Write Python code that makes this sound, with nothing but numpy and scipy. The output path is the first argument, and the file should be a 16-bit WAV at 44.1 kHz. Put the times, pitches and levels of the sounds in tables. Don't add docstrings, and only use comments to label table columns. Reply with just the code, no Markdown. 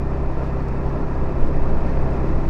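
import sys
import numpy as np
from scipy import signal
from scipy.fft import rfft, irfft, next_fast_len
from scipy.io import wavfile
from scipy.ndimage import uniform_filter1d, map_coordinates

SR = 44100
rng = np.random.default_rng(int(sys.argv[2]) if len(sys.argv) > 2 else 0)


def gain_from_db(level_db):
    decades = np.asarray(level_db, float) / 20
    return 10 ** decades


def waveform_to_disk(signal):
    frames = np.transpose(np.atleast_2d(signal))
    scaled = np.clip(frames, -1, 1) * 32767
    samples = np.round(scaled).astype(np.int16)
    wavfile.write(sys.argv[1], SR, samples)


N = 109897


def unit(x):
    return x / np.sqrt(np.mean(x ** 2) + 1e-20)


def curves(rows):
    s, *cols = np.transpose(rows)
    return [np.interp(np.arange(N) / SR, s, c) for c in cols]


def wobble(rate):
    return map_coordinates(rng.standard_normal(400), [np.arange(N) * rate / SR])


def rush(spectrum, patchy_db):
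    z = signal.stft(rng.standard_normal(N + 1024), nperseg=512)[2]
    field = uniform_filter1d(rng.standard_normal(z.shape), size=5, axis=0)
    field = uniform_filter1d(field, size=5, axis=1)
    x = signal.istft(z * gain_from_db(patchy_db * unit(field)), nperseg=512)[1][:N]
    m = next_fast_len(N + 8192)
    f, db = np.transpose(spectrum)
    log_f = np.log(np.fft.rfftfreq(m, 1 / SR) + 1)
    gain = gain_from_db(np.interp(log_f, np.log(f + 1), db, left=-150, right=-150))
    return unit(irfft(rfft(x, m) * gain, m)[:N])


# t/s, peak level/dB, ring f/Hz, time to fade by
# 60 dB t60/s
CLEAR_TICKS = [(.0002, -48, 13000, .002), (.4404, -62, 10300, .008), (.5731, -54, 4400, .008),
               (.6035, -47, 4750, .012), (.6848, -41, 5000, .003), (.6849, -45, 7500, .002),
               (.685, -52, 13000, .0015), (.697, -51, 4900, .008), (.8925, -49, 5600, .008),
               (.8944, -62, 9500, .004), (1.005, -61, 11500, .004), (1.1338, -54, 4500, .008),
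               (1.1518, -48, 4600, .008), (1.1519, -60, 7500, .004), (1.229, -61, 13600, .005),
               (1.4636, -51, 5100, .008), (1.4637, -59, 7500, .004), (1.69, -58, 7000, .005),
               (1.7349, -51, 14000, .005), (1.7353, -63, 10500, .002), (1.8502, -52, 4200, .008),
               (2.0015, -59, 11500, .006), (2.0016, -60, 8500, .004), (2.108, -57, 8500, .008),
               (2.3211, -65, 9500, .005), (2.385, -60, 10500, .004)]


def grit():
    scratch = .05
    t = np.arange(600) / SR
    faint = [(a * N / SR, -65 - 3 * np.log(c) - 14 * b, 4000 + 6000 * b, .006)
             for a, b, c in rng.uniform(.02, 1, size=(60, 3))]
    out = np.zeros(N + SR)
    for s, db, hz, t60 in list(CLEAR_TICKS) + faint:
        jitter = unit(uniform_filter1d(rng.standard_normal(len(t)), size=24))
        ring = np.sin(2 * np.pi * hz / SR * np.cumsum(1 + scratch * jitter))
        onset = 1 - np.exp(-t / (.06 * t60))
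        out[round(s * SR):][:len(t)] += gain_from_db(db + 5 - 60 * t / t60) * ring * onset
    return out[:N]


# t/s, peak level/dB, ring f/Hz
JOINT_SLAPS = [(.372, -17, 520), (.4025, -24, 600), (.433, -17, 422), (.493, -27, 500), (.5705, -17, 620),
               (1.005, -15, 298), (1.395, -16, 299.3), (1.46, -16.5, 280), (1.491, -16, 400),
               (1.701, -14.5, 400), (2.004, -16.5, 330), (2.095, -23, 400), (2.243, -14, 309.5),
               (2.304, -13, 266)]


def joints():
    ring_cycles = 2.4
    t = np.arange(900) / SR
    weak = [(a * N / SR, -29 - 3 * np.log(c), 280 + 600 * b)
            for a, b, c in rng.uniform(.05, 1, size=(50, 3))]
    out = np.zeros(N + SR)
    for s, db, hz in list(JOINT_SLAPS) + weak:
        fade = gain_from_db(db + 3.5 - 40 * t * hz / ring_cycles)
        onset = 1 - np.exp(-t * hz * 10)
        out[round(s * SR):][:len(t)] += fade * np.sin(2 * np.pi * hz * t) * onset
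    return out[:N]


# t/s, level/dB
ROAD_ROAR = [
    (0, -39),
    (.6, -38),
    (1.2, -37.5),
    (1.7, -36),
    (2.1, -36),
    (2.49, -36),
]
# t/s, f/Hz, level/dB
BOUNCE = [(0.0, 11, -24), (0.07, 11.2, -27), (0.13, 12.4, -33), (0.19, 12.82, -38), (0.28, 12.91, -21),
          (0.69, 12.8, -30.5), (1.05, 12.89, -25.5), (1.07, 12.6, -28), (1.38, 12.88, -21),
          (1.43, 12.65, -11.5), (1.48, 13.15, -17.5), (1.8, 12.92, -13.5), (1.94, 12.26, -27.5),
          (2.02, 12.6, -19), (2.1, 11.4, -24), (2.2, 11.4, -32), (2.29, 11.4, -17.5), (2.49, 20, -31)]
# f/Hz, level/dB per Hz
SHAKE_COLOUR = [(2, -21), (7, -0.5), (14, 0.5), (20, 2), (28, 2), (38, -28), (50, -10)]


def suspension():
    hz, db = curves(BOUNCE)
    roar_db, = curves(ROAD_ROAR)
    bob = np.sqrt(2) * gain_from_db(db) * np.sin(2 * np.pi * np.cumsum(hz) / SR)
    shake_db = -26 + 1.6 * (roar_db - roar_db.mean()) + 1.5 * wobble(3.3)
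    return bob + gain_from_db(shake_db) * rush(SHAKE_COLOUR, patchy_db=-1.5)


# f/Hz, width/Hz, level/dB
FAIRING_MODES = [(942, 60, -57.5), (1360, 17, -59), (1670, 30, -57.5), (1816, 28, -58.5), (1990, 20, -64),
                 (2430, 20, -63.5), (3080, 25, -85.5), (3600, 35, -76), (4300, 30, -76.5)]


def rattle():
    t = np.arange(N) / SR
    out = np.zeros(N)
    for hz, width, db in FAIRING_MODES:
        turn = 2 * np.pi * hz * t
        out += gain_from_db(db) * (wobble(width) * np.cos(turn) + wobble(width) * np.sin(turn))
    return out


# f/Hz, level/dB per Hz
ROAD_COLOUR = [(38, 2), (100, -8), (330, -10), (460, -14.5), (620, -14.5), (950, -19.5), (1400, -25),
               (1700, -50.5)]
PANEL_COLOUR = [(1200, -52), (1500, -3), (1800, -2.5), (2210, -8.5), (2420, -8.5), (2530, -8.5),
                (2670, -7.5), (2720, -38)]
HISS_COLOUR = [(2500, -29), (2720, 0), (3300, -5.5), (5200, -7), (7000, -15), (10000, -24.5), (13000, -29),
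               (15500, -31)]
# patchiness level/dB, swell per firing level/dB, swell place/cycle
PATCHINESS = (0.96, 0.6, 0.57)
SWELL = (.15, .5, .6)
SWELL_PLACE = (0.89, .9, .6)


def road(cycle):
    roar_db, = curves(ROAD_ROAR)
    colours = (ROAD_COLOUR, PANEL_COLOUR, HISS_COLOUR)
    over_roar_db = (9.5, -11, -21.5)
    out = np.zeros(N)
    for colour, over_db, swell_db, place, patchy_db in zip(colours, over_roar_db, SWELL, SWELL_PLACE, PATCHINESS):
        angle = 2 * np.pi * (cycle - place)
        beat_db = swell_db * (np.cos(angle) + 0.83 * np.cos(2 * angle))
        level_db = roar_db + over_db + 0.72 * wobble(20) + beat_db
        out += gain_from_db(level_db) * rush(colour, patchy_db)
    return out


# t/s, firing rate f/Hz, load level/dB
ENGINE_RUN = [
    (0, 32.96, -27.5),
    (.5, 32.82, -28),
    (1.4, 33.0, -27.5),
    (1.7, 33.01, -27),
    (2.1, 33.31, -26.5),
    (2.49, 33.17, -28),
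]


def crank():
    jitter = .002 * wobble(24.97)
    return np.cumsum(curves(ENGINE_RUN)[0] * (1 + jitter)) / SR


ORDER_LEVELS = [-3, 0.5, -21.5, -3.5, -8, -17.5, -19.5, -17, -18, -15, -21, -11, -34, -35.5, -30, -18.5,
                -28, -21.5, -21, -22, -25.5, -31, -35.5, -37.5, -38.5, -36.5, -40.5, -22, -28, -25.5, -24,
                -29, -41.5, -28.5, -33, -38, -36, -41.5, -40, -38.5, -35]
# t/s, favoured f/Hz, contrast level/dB
CAR_FLANK = [
    (0, 401, 1),
    (2.1, 400, -0.5),
    (2.3, 323, 4),
    (2.49, 330, 10.5),
]


def exhaust(cycle):
    drift_db, drift_rate = .8, 9
    pipe_spread = .045
    boom_width_hz = 50
    rate_hz, load_db = curves(ENGINE_RUN)
    boom_hz, boom_db = curves(CAR_FLANK)
    hum = np.zeros(N)
    for k, db in enumerate(ORDER_LEVELS, 1):
        off_boom = np.clip((k * rate_hz - boom_hz) / boom_width_hz, -2, 2)
        level_db = db + boom_db * np.sinc(off_boom) + drift_db * wobble(drift_rate)
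        hum += gain_from_db(level_db) * np.cos(2 * np.pi * (k * cycle - pipe_spread * k * k))
    return np.sqrt(2) * gain_from_db(load_db) * hum


def scene():
    cycle = crank()
    ride = grit() + joints() + suspension() + rattle()
    return (ride + road(cycle) + exhaust(cycle))[None]


def low_pass(x):
    return signal.sosfilt(signal.butter(12, 15500, fs=SR, output="sos"), x)


# f/Hz, level/dB
SILENT_SPOTS = [(4000, -18), (8000, -8), (11000, -4), (15000, -1.5)]
# f/Hz, scatter level/dB
UNEVEN_BANDS = [(5000, 0), (9000, 1), (13000, 3), (15500, 3.5)]


def record(dry):
    padded = np.pad(dry, [(0, 0), (0, 4096)], 'reflect')
    hz, _, z = signal.stft(padded, SR, nperseg=2048, boundary='even')
    size = abs(z)
    local = uniform_filter1d(uniform_filter1d(size, size=81, axis=1), size=3, axis=2)
    bands = unit(uniform_filter1d(rng.standard_normal(z.shape[1:]), size=50, axis=0))
    edge_db = np.interp(hz, *np.transpose(SILENT_SPOTS))[:, None]
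    edge = gain_from_db(edge_db + 1.5 * bands + .6 * rng.standard_normal(z.shape[2]))
    scatter_db = np.interp(hz, *np.transpose(UNEVEN_BANDS))[:, None]
    patches = unit(uniform_filter1d(rng.standard_normal(z.shape[1:]), size=36, axis=0))
    kept = uniform_filter1d(size, size=3, axis=1) > edge * local
    thin = signal.istft(z * gain_from_db(scatter_db * patches) * kept, SR, nperseg=2048)[1][:, :N]
    return low_pass(thin)


dry = scene()
out = record(dry)
waveform_to_disk(out)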